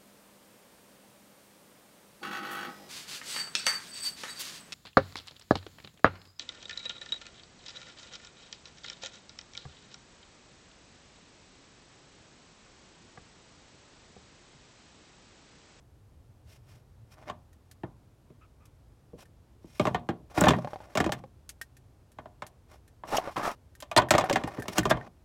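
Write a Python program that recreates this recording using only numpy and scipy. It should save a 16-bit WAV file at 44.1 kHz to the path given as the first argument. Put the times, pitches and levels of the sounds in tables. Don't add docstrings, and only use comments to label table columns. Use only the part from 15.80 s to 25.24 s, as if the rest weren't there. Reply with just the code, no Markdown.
import sys
import numpy as np
from scipy import signal
from scipy.fft import rfft, irfft
from scipy.io import wavfile
from scipy.ndimage import uniform_filter1d

SR = 44100
rng = np.random.default_rng(int(sys.argv[2]) if len(sys.argv) > 2 else 0)


def unload_wav(signal):
    wavfile.write(
        sys.argv[1],
        SR,
        np.round(np.clip(np.atleast_2d(signal).T, -1, 1) * 32767).astype(np.int16),
    )


N = 416304
TIME = np.arange(N) / SR

# (time [s], knock level [dB], wall thump [dB], crack [dB])
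BLOWS = [(1.498, -22.5, -16.5, -32), (2.034, -27, -2, -43.5), (2.502, -56, 10.5, -24),
         (3.332, -51, 15.5, -48), (3.843, -51.5, 11.5, -52), (3.9964, -11.5, -5.5, -29),
         (4.053, -14.5, -9.5, -32), (4.070, -15.5, -6.5, -28), (4.146, -14, -12.5, -32.5),
         (4.289, -18.5, -3.5, -31.5), (4.576, -13.5, -5, -32.5), (4.614, -10, -3, -33),
         (4.638, -9.5, -13.5, -27.5), (4.657, -15.5, -8.5, -27), (4.668, -3.5, -9, -50),
         (4.684, -6, -10.5, -20.5), (4.706, -11.5, -8, -27.5), (4.735, -14.5, -12, -42.5),
         (5.153, -18, -9.5, -22), (5.173, -12.5, -14, -20.5), (5.202, -12.5, -7, -22),
         (5.242, -21, -9, -25.5), (5.262, -20.5, -1, -26), (5.321, -19.5, -13.5, -12.5),
         (6.386, -27.5, -15.5, -39.5), (6.457, -32.5, -18, -42), (6.621, -24, -18.5, -28.5),
         (7.236, -25.5, -20.5, -51.5), (7.566, -15.5, -18, -40), (8.024, -32.5, -17.5, -11.5),
         (8.114, -22.5, -23.5, -21.5), (8.164, -7.5, -11.5, -18.5), (8.175, -6.5, -18, -22.5),
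         (8.185, -7.5, -20, -26), (8.219, -21, -6, -28), (8.307, -5, -17, -16), (8.338, -10, -9, -29),
         (8.350, -11.5, -15.5, -27), (8.381, -8.5, -17, -21.5), (8.409, -15.5, -17, -29),
         (8.497, -14.5, -11, -20.5), (8.528, -24.5, -0.5, -8), (8.558, -9, -18, -27.5),
         (8.637, -24.5, 0, -22), (8.781, -31, 2.5, -45), (8.882, -28, -4, -8), (8.982, -14, -3, -9),
         (9.054, -14.5, -6.5, -23), (9.11, -6, -14, -31), (9.171, -27.5, -6.5, -34.5)]
# (frequency [Hz], level [dB], fade time of the part [s], fade time of tray and room [s])
BLOW_OCTAVES = [(79.8, -11.5, 0.12, 0.44), (180.8, -5.5, 0.05, 0.8), (358.4, -3.5, 0.1, 0.44),
                (750.7, -8, 0.043, 0.34), (1382, -8.5, 0.061, 0.19), (2628, -2.5, 0.039, 0.19),
                (5570, 2, 0.035, 0.085), (12060, -4, 0.032, 0.1)]


def blows(tail_db=-16, tone_db=7, spike=4.0, contact_s=0.0016, chatter=0.089, rebound_db=-15):
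    out, t = np.zeros(N), TIME[:SR // 5]
    times, knock_db, thump_db, crack_db = np.transpose(BLOWS)
    stretch = undb(chatter * (knock_db - knock_db.mean()))
    rebound_gain = undb(rebound_db) * stretch ** 2
    rebound_s = rng.uniform(.005, .016, len(times))
    tray_ring = tray(signal.unit_impulse(len(t)))
    for hz, db, part_fade_s, room_fade_s in BLOW_OCTAVES:
        decay = fade(t, part_fade_s * stretch[:, None])
        tail = undb(tail_db) * fade(t, room_fade_s)
        bursts = rng.standard_normal(decay.shape) * (decay + tail)
        bursts[:, 0] += spike
        note_hz = hz * 2 ** (rng.random((len(times), 1)) - .5)
        note = undb(tone_db) * np.sqrt(hz / SR) * np.cos(2 * np.pi * note_hz * t)
        bursts += note * decay / (1 + (note_hz / 3200) ** 4)
        low_hz = hz / 2 if hz == BLOW_OCTAVES[0][0] else hz / np.sqrt(2)
        high_hz = min(hz * np.sqrt(2), SR / 2 - 1)
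        band = signal.butter(3, [low_hz, high_hz], "band", fs=SR, output="sos")
        body = signal.sosfilt(band, tray_ring)
        rings = signal.fftconvolve(bursts, body[None], axes=1)[:, :len(t)]
        peak_power = uniform_filter1d(rings ** 2, int(contact_s * SR), axis=1).max(axis=1)
        rings /= np.sqrt(peak_power)[:, None]
        thump_share = np.interp(hz, [380, 680], [1, 0])
        crack_share = np.interp(hz, [800, 2880, 5760, 11520], [0, 0.58, 1, 1.15])
        gains = undb(db + knock_db + thump_share * thump_db + crack_share * crack_db)
        for k, start in enumerate(times):
            add(out, start, gains[k] * rings[k])
            other_spot = rings[k - len(times) // 2]
            add(out, start + rebound_s[k], gains[k] * rebound_gain[k] * other_spot)
    return out


# (pitch [Hz], width [Hz], level [dB])
TRAY_NOTES = [(125.4, 25, 13), (176, 26, 9.5), (234.7, 10, 9), (310, 75, 3.5), (611, 64, 7.5),
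              (711.4, 8.4, 5.5), (776, 14, -0.5), (998, 240, -2), (1163, 15, 1.5)]


def tray(shaking):
    ringing = sum(undb(db) * resonate(shaking, hz, hz / width) for hz, width, db in TRAY_NOTES)
    return tray_echo(shaking) + ringing


def tray_echo(sound, round_trip_s=.00285, trip_db=-10):
    upper = signal.lfilter(*signal.butter(1, [800, 5000], "band", fs=SR), sound)
    lag = int(round_trip_s * SR)
    echo = undb(trip_db) * signal.unit_impulse(lag + 1, lag)
    return sound + signal.lfilter(echo, signal.unit_impulse(lag + 1) - echo, upper)


# (time [s], level [dB])
WHEEL_TAPS = [(4.787, -23.5), (4.847, -22.5), (4.874, -25.5), (4.933, -24.5), (4.959, -28), (5.004, -34.5),
              (5.265, -22), (5.294, -19), (5.439, -32.5), (7.328, -19.5), (7.384, -12), (7.475, -22.5),
              (7.677, -18), (8.351, -12), (8.44, -15), (8.511, -12), (8.677, -23.5)]
# (pitch [Hz], level [dB])
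WHEEL_NOTES = [(600, 5), (770, 10), (1100, 0.5), (1500, -11.5), (2150, -16), (3000, -21.5)]


def wheel_taps(ring_cycles=36, detune=0.063, spread_db=3.5, click_db=-10, click_fade_s=0.035):
    out, t = np.zeros(N), TIME[:SR // 5]
    hz, db = np.transpose(WHEEL_NOTES)
    dull = signal.butter(2, 2200, fs=SR)
    rocking = [(start, tap_db, 1) for start, tap_db in WHEEL_TAPS]
    for start, tap_db, pitch_ratio in rocking + catches():
        note_hz = pitch_ratio * rng.normal(hz, detune * hz)[:, None]
        notes = np.sin(2 * np.pi * note_hz * t) * fade(t, ring_cycles / note_hz)
        ring = undb(rng.normal(db, spread_db)) @ notes
        burst = rng.standard_normal(len(t)) * fade(t, click_fade_s)
        click = undb(click_db) * signal.lfilter(*dull, burst)
        add(out, start, undb(tap_db) * (ring / abs(ring).max() + click))
    return out


# (time [s], scrape level [dB], grit level [dB])
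CAP_PULLS = [
    [(7.25, -56, -65.5), (7.31, -39.5, -47.5), (7.345, -22.5, -37.5), (7.385, -36.5, -41.5),
     (7.42, -41.5, -58), (7.5, -40.5, -59.5), (7.555, -66, -59)],
    [(7.558, -34, -51), (7.6, -36, -53.5), (7.655, -28.5, -40.5), (7.71, -36, -47.5), (7.75, -62, -68)],
]
# (time [s], scrape level [dB], grit level [dB])
FLOOR_SLIDES = [
    [(4.5, -51, -61), (4.77, -47, -56), (4.82, -53.5, -68.5), (5.4, -56.5, -67)],
    [(8.32, -40, -63), (8.562, -41, -66), (8.744, -46.5, -64), (9.28, -51, -74)],
]
# (time [s], length [s], scrape level [dB], grit level [dB])
RUBS = [(0.635, 0.18, -64, -61.5), (0.818, 0.22, -61.5, -64), (1.28, 0.086, -62, -60.5),
        (1.312, 0.21, -53, -71.5), (1.468, 0.037, -33.5, -65), (3.362, 0.09, -55, -56.5),
        (3.779, 0.45, -63.5, -57.5), (4.532, 0.15, -28.5, -41.5), (6.862, 0.14, -57, -65.5),
        (8.877, 0.11, -51, -49.5), (8.949, 0.055, -31.5, -41), (9.092, 0.023, -24.5, -31.5)]
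# (frequency [Hz], level [dB])
SCRAPE_TONE = [(80, -20.5), (300, 4), (720, 8), (1200, 4), (2100, 0.5), (3100, -9.5), (6000, -14),
               (16000, -55.5)]
# (frequency [Hz], level [dB])
GRIT_TONE = [(1000, -3.5), (2500, 3.5), (5300, -3.5), (8000, -4.5), (16000, -9.5)]


def sliding(slips_per_s=1700, uneven_db=4.0, scrape_trim_db=-3, rasp_hz=5500, rasp_db=3):
    scrape_gain, grit_gain = np.zeros((2, N))
    for slide in [*CAP_PULLS, *FLOOR_SLIDES]:
        times, scrape_db, grit_db = np.transpose(slide)
        scrape_gain += undb(np.interp(TIME, times, scrape_db, left=-np.inf, right=-np.inf))
        grit_gain += undb(np.interp(TIME, times, grit_db, left=-np.inf, right=-np.inf))
    for start, length, scrape_db, grit_db in RUBS:
        stroke = np.hanning(int(length * SR))
        add(scrape_gain, start, undb(scrape_db) * stroke)
        add(grit_gain, start, undb(grit_db) * stroke)
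    pressure = undb(uneven_db * wander(120))
    slips = (rng.random(N) < slips_per_s / SR) * rng.uniform(-1.3, 1, N) * pressure
    scrape = unit(tray(colour(slips, SCRAPE_TONE)))
    hiss = tray_echo(colour(rng.standard_normal(N) * pressure, GRIT_TONE))
    grit = unit(hiss + undb(rasp_db) * resonate(hiss, rasp_hz, sharpness=12))
    return undb(scrape_trim_db) * scrape_gain * scrape + grit_gain * grit


def catches(per_slide=36, boost_db=7, pull_rise_per_s=1.41):
    rows, first_pull_s = [], CAP_PULLS[0][0][0]
    for slides, rise in (CAP_PULLS, pull_rise_per_s), (FLOOR_SLIDES, 0):
        for slide in slides:
            times, scrape_db, _ = np.transpose(slide)
            progress = (np.arange(per_slide) + rng.random(per_slide)) / per_slide
            for start in times[0] + (times[-1] - times[0]) * progress:
                level_db = np.interp(start, times, scrape_db) + boost_db
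                rows.append((start, level_db, 1 + rise * (start - first_pull_s)))
    return rows


# (time [s], length [s], pitch [Hz], level [dB])
SQUEAKS = [(2.61, 0.063, 1275, -59), (2.801, 0.093, 1175, -65.5), (4.609, 0.0052, 7750, -19.5),
           (7.367, 0.012, 5670, -27.5), (7.370, 0.016, 3015, -27.5), (8.173, 0.013, 4380, -15.5)]


def squeaks(jitter=0.16, overtone_db=-7):
    out = np.zeros(N)
    for start, length, hz, db in SQUEAKS:
        count = int(length * SR)
        shaky_hz = hz * (1 + jitter * wander(3000)[:count])
        phase = 2 * np.pi * np.cumsum(shaky_hz) / SR
        swell = np.sin(np.pi * np.sqrt(np.arange(count) / count))
        add(out, start, undb(db) * swell * (np.sin(phase) + undb(overtone_db) * np.sin(2 * phase)))
    return out


# (time [s], level [dB], ring compared with snap [dB])
CLICKS = [(1.73, -60.5, -17), (1.913, -48.5, -26), (2.855, -55, -32), (3.455, -62.5, -9.5),
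          (5.692, -35, -44), (5.814, -36, -9.5), (5.968, -53.5, -19), (6.318, -57.5, -25),
          (6.666, -44.5, -26), (7.078, -57, -17.5), (7.952, -53.5, -14), (8.003, -41.5, -30),
          (8.287, -44.5, -5.5), (8.443, -44.5, -2), (8.675, -46.5, -7), (8.798, -46.5, -7),
          (8.822, -42, -6), (9.032, -45, -1), (9.212, -67, 13.5)]
# (pitch [Hz], level [dB])
CLICK_NOTES = [(1580, 9), (1820, 14)]


def clicks(snap_fade_s=.055, ring_fade_s=0.054, tail_db=-22, tail_fade_s=0.11):
    out, t = np.zeros(N), TIME[:SR // 4]
    thin = signal.butter(2, [1500, 13000], "band", fs=SR, output="sos")
    snap_decay = fade(t, snap_fade_s) + undb(tail_db) * fade(t, tail_fade_s)
    for start, db, ring_db in CLICKS:
        snap = signal.sosfilt(thin, rng.standard_normal(len(t)) * snap_decay)
        notes = sum(undb(note_db) * np.sin(2 * np.pi * hz * rng.normal(1, 0.016) * t)
                    for hz, note_db in CLICK_NOTES)
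        add(out, start, undb(db) * (snap + undb(ring_db) * notes * fade(t, ring_fade_s)))
    return out


# (frequency [Hz], level [dB])
ROOM_TONE = [(20, -25), (62, 0), (120, -4), (170, -15), (300, -17), (900, -27), (2000, -37), (16000, -47)]


def room(rumble_db=-58, drone_hz=118, drone_db=-56, peak_s=1.0, width_s=0.64):
    drone = unit(resonate(colour(rng.standard_normal(N), ROOM_TONE), drone_hz, sharpness=4))
    swell = np.exp(-((TIME - peak_s) / width_s) ** 2)
    rumble = unit(colour(rng.standard_normal(N), ROOM_TONE))
    return undb(rumble_db) * rumble + undb(drone_db) * swell * drone


def undb(db):
    return 10 ** (np.asarray(db) / 20)


def unit(sound):
    return sound / np.sqrt(np.mean(sound ** 2))


def add(track, start_s, sound):
    start = int(start_s * SR)
    track[start:start + len(sound)] += sound[:N - start]


def colour(sound, points):
    hz, db = np.transpose(points)
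    all_hz = np.arange(N // 2 + 1) * SR / N
    return irfft(rfft(sound) * undb(np.interp(np.log(all_hz + 1), np.log(hz), db)), N)


def resonate(sound, hz, sharpness):
    return signal.lfilter(*signal.iirpeak(hz, sharpness, SR), sound)


def wander(steps_per_s):
    return np.interp(TIME * steps_per_s, np.arange(N // 20), rng.standard_normal(N // 20))


def fade(t, fade_s):
    return np.exp(-np.log(1000) * t / fade_s)


def scene():
    return (blows() + wheel_taps() + clicks() + sliding() + squeaks() + room())[None]


def record(dry, peak_limit=.62, top_hz=16000, top_db=-5):
    rounded = peak_limit * np.tanh(dry[0] / peak_limit)
    soft = colour(rounded, [(12000, 0), (top_hz, top_db)])
    top_cut = signal.ellip(8, .2, 70, top_hz, fs=SR, output="sos")
    return signal.sosfilt(top_cut, soft)[None]


dry = scene()
out = record(dry)
unload_wav(out)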